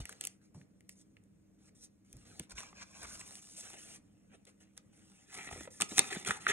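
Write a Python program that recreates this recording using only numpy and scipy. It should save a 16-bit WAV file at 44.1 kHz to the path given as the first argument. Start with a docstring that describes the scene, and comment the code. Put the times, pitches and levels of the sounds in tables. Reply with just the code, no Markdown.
"""Close to a phone in a quiet room, hands turn a card in a stiff plastic sleeve (hiss, sharp ticks) and put it down.
They pick up a paper envelope, slide along it, then start to pull it open: friction noise under stroke gains,
snaps built of crack, flex and ring, and random small buckles for crackle.
Soft bumps (resonant noise plus a damped push), wall reverberation and a low hum with air noise lie beneath."""
import sys
import numpy as np
from scipy import signal
from scipy.fft import rfft, irfft, next_fast_len
from scipy.io import wavfile
from scipy.ndimage import uniform_filter1d, map_coordinates

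SR = 44100
rng = np.random.default_rng(int(sys.argv[2]) if len(sys.argv) > 2 else 0)


def store_pcm(level_fs):
    """Save levels as 16-bit WAV."""
    pcm = np.round(np.clip(level_fs, -1, 1) * 32767).astype(np.int16)
    wavfile.write(sys.argv[1], SR, np.atleast_2d(pcm).T)


N = 287532

# Stroke, snap and room levels are before trims; bump peaks have none. Spectra are relative.
# taut envelope modes: f/Hz, width/Hz, level/dB
ENVELOPE_MODES = [(85, 87, -8), (186, 270, -6.5), (397, 130, -2), (766, 250, -3.5), (1290, 250, -2.5),
                  (1785, 290, -3.5), (1995, 260, -1), (2480, 530, -2), (3530, 1470, -5)]
# grips on the envelope: start t/s, mode frequency scale, bulge f/Hz, bulge level/dB, rustle trim level/dB
GRIPS = [(5.26, 1.01, 1900, 5.5, -1.5), (5.78, 1.0, 1290, -1.5, -1), (6.245, 1.029, 1690, 6, -1.5)]
# finger strokes on envelope, on sleeve: start t/s, length t/s, hiss level/dB, rustle level/dB, swell over stroke/dB
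PAPER_STROKES = [(2.49, 0.03, -62, -59.5, 17), (2.548, 0.043, -56, -51, 17.5),
                 (2.585, .14, -59.5, -54.5, -20), (2.74, 0.09, -65.5, -53, 19),
                 (2.84, 0.21, -61, -57.5, 21), (3.06, 0.098, -52, -53.5, 6.5),
                 (3.17, 0.041, -51.5, -56, 11.5), (3.22, 0.17, -55, -57, -0.5),
                 (3.41, 0.2, -57.5, -64, 1.5), (3.56, 0.05, -49, -56, 4), (3.62, 0.13, -54.5, -53, -3.5),
                 (3.76, 0.2, -56, -55.5, 3), (4.29, 0.062, -80, -65.5, 21), (4.465, 0.028, -63, -59, -3.5),
                 (4.6, 0.037, -70, -61.5, -3), (4.764, 0.015, -66, -61.5, 0), (4.92, 0.33, -70, -68, 3),
                 (5.265, 0.088, -60.5, -60.5, 25.5), (5.355, 0.12, -53, -50, 0), (5.5, .15, -54.5, -55, -4),
                 (5.7, 0.11, -59.5, -65.5, 5), (5.806, 0.068, -48, -53.5, -23),
                 (5.885, 0.075, -48.5, -54, -0.5), (5.955, 0.025, -42.5, -44.5, 15),
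                 (5.997, 0.095, -49.5, -48, -3), (6.1, 0.058, -47, -43.5, 0),
                 (6.17, 0.059, -52, -51.5, -5.5), (6.257, 0.047, -41, -40.5, 0),
                 (6.31, 0.061, -52.5, -48.5, -3.5), (6.397, 0.11, -56.5, -52, 1),
                 (6.476, 0.029, -38, -31.5, 6.5)]
SLEEVE_STROKES = [(0.0, 0.025, -55, -50, -9.5), (.055, 0.073, -62.5, -57.5, 7),
                  (.14, 0.083, -67.5, -64.5, -2), (.21, 0.042, -55.5, -58.5, 7),
                  (.26, 0.085, -66, -70.5, -10), (.41, 0.048, -74.5, -75.5, 7),
                  (.54, 0.085, -71, -74.5, -4), (.89, 0.035, -64.5, -84, 1),
                  (.95, 0.067, -67.5, -78.5, 10.5), (1.58, 0.11, -74.5, -75, 13.5),
                  (1.745, 0.057, -67, -79, 3), (1.805, 0.043, -58.5, -71, 9), (2.04, 0.2, -72.5, -72, 8),
                  (2.245, 0.19, -64, -62.5, 0)]
# paper buckles, the first two rows being last ticks of the sleeve: t/s, crack level/dB, flex level/dB, flex
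# f/Hz, sheet ring level/dB, crack t60/s
PAPER_SNAPS = [(2.497, -48, -70, 3000, -70, 0.015), (2.5075, -46, -47, 3720, -64, 0.012),
               (2.521, -45, -58, 1290, -56, 0.006), (2.5805, -54, -34, 2380, -51, .008),
               (2.6325, -45, -43, 1010, -53, 0.0072), (2.7285, -70, -51.5, 1070, -51, .008),
               (3.031, -39, -52, 1700, -52, .005), (3.052, -62, -42.5, 1120, -47, .008),
               (3.213, -48, -42.5, 2300, -50, 0.0029), (3.3544, -39, -52, 2560, -71, 0.0065),
               (3.738, -60, -56, 1291, -42, 0.0056), (4.4529, -51.5, -70, 2501, -70, 0.0035),
               (4.7771, -38, -55, 1570, -57, 0.0044), (5.375, -40, -47, 2400, -43, 0.011),
               (5.386, -48, -40, 2020, -44, 0.0091), (5.4725, -57, -49, 1310, -40, 0.0066),
               (5.489, -61, -46, 1900, -38.5, 0.0055), (5.5117, -56, -41, 856, -37.5, .008),
               (5.527, -60, -52, 1510, -35.5, 0.009), (5.552, -56, -52, 1900, -54, .005),
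               (5.608, -45, -46, 1650, -41.5, 0.0059), (5.653, -68, -64, 1800, -44, 0.0067),
               (5.6748, -64, -36.5, 580, -46, 0.005), (5.803, -32, -31, 1230, -34, 0.0084),
               (5.8096, -19.5, -30, 3160, -27.5, 0.022), (5.8198, -16.5, -23, 3000, -28, 0.0053),
               (5.9765, -28.5, -36, 3000, -43, .008), (5.9809, -14, -21, 2150, -24.5, 0.0078),
               (5.9922, -6.5, -22, 2440, -22.5, 0.011), (6.1281, -41, -27.5, 2030, -42, .01),
               (6.161, -44.5, -36, 1390, -36.5, .008), (6.2489, -35.5, -36, 2530, -41, 0.015),
               (6.274, -27, -36, 1900, -34, 0.012), (6.294, -45, -40, 1900, -27.5, 0.0089),
               (6.3072, -32, -18.5, 1470, -28.5, .008), (6.3095, -31, -28.5, 1670, -31, 0.011),
               (6.467, -41, -15, 1600, -33.5, 0.0097), (6.5008, -44, -22, 2000, -35, .008)]
# sleeve ticks on fingers and card: t/s, crack level/dB, flex level/dB, flex f/Hz, crack t60/s
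SLEEVE_TICKS = [(.0544, -44, -43.5, 2260, 0.0097), (.0929, -45, -44, 1410, 0.014),
                (0.1257, -54, -47, 2020, 0.012), (0.2107, -36, -40.5, 2550, .006),
                (0.239, -44, -41.5, 2880, 0.0096), (0.2511, -36, -43, 3070, 0.0083),
                (0.2709, -34.5, -44, 2720, 0.0086), (.546, -71, -55, 860, .008),
                (0.6138, -75, -59, 2050, 0.0084), (0.8073, -66, -62, 2270, 0.0049),
                (0.8935, -47.5, -52, 2310, 0.0027), (1.1683, -81, -54, 2040, 0.006),
                (1.2383, -72, -87, 3000, .004), (2.1286, -51, -61, 2650, .008),
                (2.168, -59.5, -75, 2500, 0.0092), (2.3967, -37.5, -41.5, 2790, 0.0024)]
# soft bumps of hands and sheet: t/s, peak level/dB, f/Hz, t60/s
BUMPS = [(0.0, -36.5, 62, 0.061), (0.55, -46, 133, 0.35), (2.136, -46, 69.6, 0.3),
         (2.261, -52.5, 114, 0.55), (2.397, -39.5, 139, 0.055), (2.525, -50, 48.3, 0.15),
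         (3.031, -51, 72.5, 0.53), (5.519, -45.5, 85, 0.38), (5.559, -42, 360, 0.13),
         (5.608, -43.5, 335, 0.04), (5.821, -41, 200, 0.061), (5.918, -36.5, 206, 0.074),
         (5.994, -28, 382, 0.07), (6.165, -33.5, 183, 0.032), (6.289, -37, 186, 0.1),
         (6.506, -43, 240, 0.069)]
# spectra of rubbed surface, paper crack, plastic crack: f/Hz, level/dB
SURFACE_SPECTRUM = [(2000, -28.5), (3500, -11), (4500, -8.5), (5300, -1.5), (6300, 2), (7500, -2),
                    (8800, 0.5), (10300, -3.5), (11200, -8), (12300, -18), (14800, -22), (16000, -23)]
PAPER_CRACK_SPECTRUM = [(300, -27), (2000, -15.5), (3000, -27), (3600, -6), (5000, -11), (6500, -7),
                        (8000, -7), (8900, -1), (9700, -5), (11000, -14), (14000, -22.5), (16000, -31)]
PLASTIC_CRACK_SPECTRUM = [(300, -36), (2500, -15.5), (4300, -12.5), (6200, -4.5), (7100, -4.5),
                          (8400, -3.5), (10300, -0.5), (11800, -7), (14000, -15), (16000, -17)]
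# spectra of the loose bodies: sheet at pick-up, lifted envelope, sleeve: f/Hz, level/dB
SHEET_SPECTRUM = [(60, -2.5), (200, -8), (400, -7), (600, -2.5), (850, -6), (1080, 3), (1300, -5),
                  (1600, 4), (1900, -8.5), (2400, 1), (3000, -8.5), (3800, -8.5), (6500, -2.5),
                  (12000, -32)]
ENVELOPE_SPECTRUM = [(60, -10), (200, -10), (450, 5.5), (580, 2.5), (780, 6), (1020, -7.5), (1250, 2.5),
                     (1650, 2), (2050, 1), (2800, 4.5), (4200, -9), (12000, -42)]
SLEEVE_SPECTRUM = [(60, -11), (220, -1), (450, 2), (600, -4), (780, 0.5), (1030, -15.5), (1300, -3),
                   (1700, -5), (2300, -3), (3500, -10), (4300, -6), (12000, -30)]
# left-right likeness of loose rubbing, taut envelope, snaps (one spot), room air: f/Hz, likeness (0-1)
PAPER_ALIKE = [(200, 1), (700, 0.29), (1500, 0.1), (3500, 1), (5000, 1), (15000, 1)]
TAUT_ALIKE = [(200, 1), (700, 0.86), (1500, 0.66), (3500, 0.85), (5000, 1)]
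SNAP_ALIKE = [(200, 0.98), (1500, 0.7), (5000, 0.95)]
ROOM_ALIKE = [(50, 0.93), (200, 0.6), (500, 0.052), (1500, 0.059)]
# lag of left behind right: f/Hz, lag t/s
PORT_LAG = [(400, 0.00029), (1200, 0.000076), (2400, 0.0001), (3500, 0.000065), (4600, 0.00011),
            (9000, 0.00012)]
# wall reverberation: f/Hz, t60/s
WALLS_T60 = [(200, 0.76), (2000, 0.28), (10000, 0.02)]
# ventilation spectrum: f/Hz, level/dB
AIR_SPECTRUM = [(15, -65), (25, -16), (48, -9.5), (108, -2), (146, -6.5), (188, 1.5), (253, -5), (320, -3),
                (348, -22), (387, -11.5), (579, -17), (814, -29.5), (1010, -29.5), (2250, -33), (4000, -48),
                (5200, -63), (8800, -120)]
# hum partials: f/Hz, rms level/dB
HUM = [(98.5, -82), (197, -71), (314, -78)]

REACH_S, LIFT_S = 2.47, 3.26  # envelope reached for, then lifted
ATTACK_S, RELEASE_T60_S = 0.0047, 0.11
ATTACK_SHARE = 0.031  # of stroke length, added to the attack
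LET_GO_DB = 18.5  # each rising swell of this size halves the release: a loaded finger slips off at once
LEAD_S = .004  # short faint rise before each snap
FLIP_CYCLES, FLIP_SAG, FLIP_CLEAN = 0.9, 0.23, 0.41  # cycles to widest swing, pitch sag (0-1), clean power share
ROOM_DB = -67.5
TOP_HZ = 16000


def opening(gains):
    """Fingers rub the taut envelope; each grip sets its own mode scale and bulge."""
    ends_s = [row[0] for row in GRIPS[1:]] + [N / SR]
    out = np.zeros((2, N))
    for (start_s, scale, bulge_hz, bulge_db, rustle_db), end_s in zip(GRIPS, ends_s):
        sheet = taut_sheet(scale, bulge_hz, bulge_db)
        out += rub(gains, (start_s, end_s), sheet, TAUT_ALIKE, hiss_db=0.0, sheet_db=rustle_db,
                   grain_share=0.33, judder_db=1.5)
    return out


def taut_sheet(scale, bulge_hz, bulge_db):
    """Gain of a stretched sheet: power sum of a few wide modes, one range favoured."""
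    def gain(f):
        power = 0
        for hz, width_hz, db in ENVELOPE_MODES:
            mode = amp(db) * resonance(f, hz * scale, hz / width_hz) ** 2
            power = power + np.abs(mode) ** 2
        bulge = amp(bulge_db * np.abs(resonance(f, bulge_hz, 2.1)) ** 2)
        return np.sqrt(power / (1 + (f / 4500) ** 4)) * bulge
    return gain


def loose_sheet(spectrum):
    """Gain of a slack sheet: a broad fixed colour."""
    return lambda f: amp(along(spectrum, f))


def pressure(strokes, resting_hiss_db, resting_sheet_db):
    """Hiss and rustle gains: attack, sloping hold and release per stroke, over the creep of a resting grip."""
    power = amp([[resting_hiss_db], [resting_sheet_db]]) ** 2 * np.ones(N)
    age_s = np.arange(min(N, SR)) / SR
    for start_s, length_s, hiss_db, sheet_db, swell_db in strokes:
        attack_s = ATTACK_S + ATTACK_SHARE * length_s
        attack = np.sin(np.pi / 2 * np.minimum(age_s / attack_s, 1)) ** 2
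        hold_db = swell_db * (np.minimum(age_s / length_s, 1) - .5)
        release_t60_s = RELEASE_T60_S * 2 ** (-max(swell_db, 0) / LET_GO_DB)
        release_db = -60 * np.maximum(age_s - length_s, 0) / release_t60_s
        stroke = amp([[hiss_db], [sheet_db]]) * attack * amp(hold_db + release_db)
        add(power, start_s, stroke ** 2)
    return np.sqrt(power)


def rub(gains, span_s, sheet, alike, hiss_db, sheet_db, grain_share, judder_db):
    """Rubbing over one span: the surface hisses evenly, the sheet scrapes with sparser slips."""
    start_s, end_s = span_s
    hiss, body = gains[:, round(start_s * SR):round(end_s * SR)]
    surface = friction(len(hiss), loose_sheet(SURFACE_SPECTRUM), alike, 3000, grain_share,
                       0.45 * judder_db, patchy_db=3.0)
    scrape = friction(len(body), sheet, alike, 380, grain_share, judder_db, patchy_db=4.0)
    out = np.zeros((2, N))
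    add(out, start_s, amp(hiss_db) * hiss * surface + amp(sheet_db) * body * scrape)
    return out


def friction(n, colour, alike, grain_rate_hz, grain_share, judder_db, patchy_db):
    """Fibres catch and let go: sparse slips on a dense hiss, under an unsteady finger."""
    sizes = amp(3.8 * np.clip(rng.standard_normal(n), -2, 1.5)) * rng.choice([-1, 1], (2, n))
    clumps = amp(7 * np.clip(wobble(45, n), -1.5, 1.5))  # slips come in runs
    slips = (rng.random(n) < clumps * grain_rate_hz / SR) * sizes
    share = np.clip(grain_share, 0, 1)
    drive = np.sqrt(share) * unit(slips) + np.sqrt(1 - share) * rng.standard_normal((2, n))
    judder = amp(judder_db * (wobble(60.1, n) + wobble(260, n)))
    drive = patches(drive, patchy_db) * judder
    return unit(stereo(filtered(drive, lambda f: causal(colour(f))), alike))


def patches(x, depth_db):
    """Resonances come and go: a smooth random gain over time and frequency."""
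    z = signal.stft(x, nperseg=512)[2]
    field = rng.standard_normal(z.shape[1:])
    field = uniform_filter1d(field, size=3, axis=0)
    field = uniform_filter1d(field, size=7, axis=1)
    return signal.istft(z * amp(depth_db * unit(field)), nperseg=512)[1][:, :x.shape[-1]]


def snaps(table, crack_colour, sheet, flex_t60_s, ring_t60_s, rise_share, flex_q,
          crack_trim_db, flex_trim_db, ring_trim_db):
    """Each buckle: a bright crack, a hollow pop of the flipping patch, a short ring of the whole sheet."""
    out = np.zeros((2, N))
    clean = np.clip(FLIP_CLEAN, 0, 1)
    for t_s, crack_db, flex_db, flex_hz, ring_db, t60_s in table:
        rise_s = rise_share * t60_s
        crack = burst(t60_s, rise_s, lambda f: causal(amp(along(crack_colour, f))))
        rough = burst(flex_t60_s, rise_s, lambda f: resonance(f, flex_hz, flex_q) ** 2)
        flex = np.sqrt(clean) * flip(flex_hz) + np.sqrt(1 - clean) * rough
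        ring = burst(ring_t60_s, rise_s, lambda f: causal(sheet(f)) / (1 + 1j * f / 1700))
        snap = amp(crack_db + crack_trim_db) * crack
        snap = snap + amp(flex_db + flex_trim_db) * flex
        snap = snap + amp(ring_db + ring_trim_db) * ring
        add(out, t_s - LEAD_S, snap)
    return out


def burst(t60_s, rise_s, response):
    """A faint rise of noise, then a sharp onset and decaying noise; energy equals rms 1 over 6 ms."""
    t = np.arange(SR // 16) / SR - LEAD_S
    after = np.maximum(t, 0)
    lead_in = amp(-19.5 + 24 * t / LEAD_S) * (t < rise_s)
    decay = amp(-60 * after / max(t60_s, .001)) * (1 - np.exp(-after / rise_s))
    noise = rng.choice([-1, 1], (2, len(t))) * (lead_in + decay)
    sound = stereo(filtered(noise, response), SNAP_ALIKE)
    return sound / np.sqrt(np.sum(sound ** 2, axis=1, keepdims=True) / (.006 * SR))


def flip(hz):
    """A patch pops through: a few swings sagging in pitch as it relaxes; energy equals rms 1 over 6 ms."""
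    age = np.maximum(np.arange(SR // 16) / SR - LEAD_S, 0) * hz / FLIP_CYCLES
    pitch_hz = hz * (1 + FLIP_SAG * (2 * np.exp(-age / 2) - 1)) * (age > 0)
    swing = age * np.exp(-age) * np.sin(2 * np.pi * np.cumsum(pitch_hz) / SR)
    return swing / np.sqrt(np.sum(swing ** 2) / (.006 * SR))


def crinkles(gains, count, centre_hz, spread_octaves, spread_db, t60_s):
    """Tiny buckles at random times, levels following the rubbing gains; rows as in PAPER_SNAPS."""
    t_s = rng.uniform(REACH_S, (N - 1) / SR, count)
    size, pitch = np.clip(rng.standard_normal((count, 2)), -1.5, 1.5).T
    gains_db = 20 * np.log10(gains[:, (t_s * SR).astype(int)])
    hiss_db, sheet_db = gains_db + spread_db * size
    flex_hz = centre_hz * 2 ** (spread_octaves * pitch)
    return np.transpose([t_s, hiss_db, sheet_db, flex_hz, sheet_db, np.full(count, t60_s)])


def bumps(rise_s, blow_db):
    """Soft contacts: one dull push, plus a rumble as the hand settles."""
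    out, t = np.zeros((2, N)), np.arange(SR // 3) / SR
    for t_s, peak_db, hz, t60_s in BUMPS:
        envelope = amp(-60 * t / t60_s) * (1 - np.exp(-t / rise_s))
        noise = rng.standard_normal(len(t)) * envelope
        settle = unit(filtered(noise, lambda f: resonance(f, hz, 0.76) ** 2))
        push = unit(np.sin(2 * np.pi * hz * t) * t * np.exp(-1.6 * hz * t))
        thud = settle + amp(blow_db - 20 * t60_s) * push
        add(out, t_s, amp(peak_db) * thud / np.abs(thud).max())
    return out


def ports(x):
    """Hands work a little to the right: their sound reaches the left port later."""
    sides = np.array([[-1], [1]])  # half the lag each way
    return filtered(x, lambda f: np.exp(1j * np.pi * f * along(PORT_LAG, f) * sides))


def walls(x):
    """The small room answers briefly: decaying noise, treble dying first."""
    hz, t, z = signal.stft(rng.standard_normal((2, SR // 3)), SR, nperseg=256)
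    decay = amp(-60 * t / along(WALLS_T60, hz)[:, None])
    tail = signal.istft(z * decay, SR, nperseg=256)[1]
    tail = np.pad(tail, ((0, 0), (SR // 250, 0)))  # 4 ms pre-delay
    return signal.fftconvolve(x, tail / np.linalg.norm(tail[0]), axes=1)[:, :N]


def room_tone(air_db, hum_db, hiss_db, drift_rad):
    """Low ventilation noise, a phase-wavering hum and a trace of white hiss."""
    air = rng.standard_normal((2, N)) * amp(1.3 * wobble(7.6))
    air = unit(stereo(filtered(air, lambda f: amp(along(AIR_SPECTRUM, f))), ROOM_ALIKE))
    t = np.arange(N) / SR
    hum = np.zeros(N)
    for hz, db in HUM:
        tone = np.sin(2 * np.pi * hz * t + drift_rad * wobble(13.0))
        hum += amp(db + hum_db) * unit(tone)
    return amp(ROOM_DB + air_db) * air + hum + amp(hiss_db) * rng.standard_normal((2, N))


def amp(db):
    """Decibels to gain."""
    return 10 ** (np.asarray(db) / 20)


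def unit(x):
    """Scale to rms 1."""
    return x / np.sqrt(np.mean(x ** 2) + 1e-20)


def along(points, hz):
    """Interpolate (f/Hz, value) points on a log frequency axis."""
    f, v = np.transpose(points)
    return np.interp(np.log(hz + 1), np.log(f + 1), v)


def wobble(rate_hz, n=N):
    """Smooth random curve of n samples, rate_hz knots a second."""
    knots = rng.standard_normal(int(n * rate_hz / SR) + 4)
    return map_coordinates(knots, [np.arange(n) * rate_hz / SR])


def filtered(x, response):
    """Apply a complex frequency response, zero-padded."""
    n = x.shape[-1]
    m = 2 * next_fast_len((n + min(n, 8192)) // 2 + 1)
    return irfft(rfft(x, m) * response(np.fft.rfftfreq(m, 1 / SR)), m)[..., :n]


def causal(gain):
    """Minimum-phase response of this gain, by folded cepstrum: it rings only after the blow."""
    cepstrum = irfft(np.log(gain + 1e-6))
    half = len(cepstrum) // 2
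    folded = np.r_[cepstrum[0], 2 * cepstrum[1:half], cepstrum[half]]
    return np.exp(rfft(folded, len(cepstrum)))


def resonance(f, hz, q):
    """Response of a damped mode at hz."""
    return 1j * f * hz / q / (hz * hz - f * f + 1j * f * hz / q)


def stereo(pair, alike):
    """Blend two signals into left and right; unrelated inputs get the given likeness."""
    def mid_side(f):
        turn = np.arccos(np.clip(along(alike, f), -1, 1)) / 2
        return np.array([np.cos(turn), np.sin(turn)])
    mid, side = filtered(pair, mid_side)
    return np.array([mid + side, mid - side])


def add(track, t_s, sound):
    """Mix a sound in at t_s."""
    part = track[:, max(round(t_s * SR), 0):][:, :sound.shape[-1]]
    part += sound[..., :part.shape[-1]]


def scene():
    """The sleeve is turned and put down; the envelope is picked up, lifted and pulled open."""
    on_sleeve = pressure(SLEEVE_STROKES, resting_hiss_db=-85.5, resting_sheet_db=-87.0)
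    on_paper = pressure(PAPER_STROKES, resting_hiss_db=-82.5, resting_sheet_db=-78.5)
    paper = taut_sheet(scale=1.0, bulge_hz=790, bulge_db=3.0)

    sleeve = rub(on_sleeve, (0, REACH_S), loose_sheet(SLEEVE_SPECTRUM), PAPER_ALIKE,
                 hiss_db=-0.5, sheet_db=-2.5, grain_share=0.45, judder_db=0.35)
    # before trims, the sleeve rings as hard as it flexes
    tick_rows = [(t_s, crack_db, flex_db, hz, flex_db, t60_s)
                 for t_s, crack_db, flex_db, hz, t60_s in SLEEVE_TICKS]
    ticks = snaps(tick_rows, PLASTIC_CRACK_SPECTRUM, loose_sheet(SLEEVE_SPECTRUM),
                  flex_t60_s=0.013, ring_t60_s=0.034, rise_share=0.082, flex_q=1.6,
                  crack_trim_db=-1, flex_trim_db=-5.5, ring_trim_db=-18.0)

    pick_up = rub(on_paper, (REACH_S, LIFT_S), loose_sheet(SHEET_SPECTRUM), PAPER_ALIKE,
                  hiss_db=-2.5, sheet_db=-2.5, grain_share=0.41, judder_db=-0.1)
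    lift = rub(on_paper, (LIFT_S, GRIPS[0][0]), loose_sheet(ENVELOPE_SPECTRUM), PAPER_ALIKE,
               hiss_db=0.0, sheet_db=-5.5, grain_share=0.31, judder_db=0.13)
    buckles = snaps(PAPER_SNAPS, PAPER_CRACK_SPECTRUM, paper,
                    flex_t60_s=0.02, ring_t60_s=0.036, rise_share=0.03, flex_q=1.8,
                    crack_trim_db=-9.5, flex_trim_db=-9.5, ring_trim_db=-9.0)
    small_buckles = crinkles(on_paper, count=160, centre_hz=1440, spread_octaves=0.6,
                             spread_db=4.0, t60_s=0.0049)
    crackle = snaps(small_buckles, PAPER_CRACK_SPECTRUM, paper,
                    flex_t60_s=0.023, ring_t60_s=0.0089, rise_share=0.035, flex_q=1.27,
                    crack_trim_db=-6, flex_trim_db=-14.5, ring_trim_db=-15.5)

    hands = sleeve + ticks + pick_up + lift + crackle + opening(on_paper) + buckles
    reverb = amp(-17.0) * walls(hands)
    background = room_tone(air_db=1.5, hum_db=-2.0, hiss_db=-89.5, drift_rad=0.94)
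    return ports(hands) + bumps(rise_s=0.0018, blow_db=-0.5) + reverb + background


def record(dry):
    """The phone thins the deepest bass and falls off steeply at its band limit."""
    low_cut_hz = 28
    bass = lambda f: f ** 3 / np.sqrt(f ** 6 + low_cut_hz ** 6)
    treble = lambda f: (f < TOP_HZ) / np.sqrt(1 + (f / (.95 * TOP_HZ)) ** 40)
    return filtered(dry, lambda f: bass(f) * treble(f))


dry = scene()
out = record(dry)
store_pcm(out)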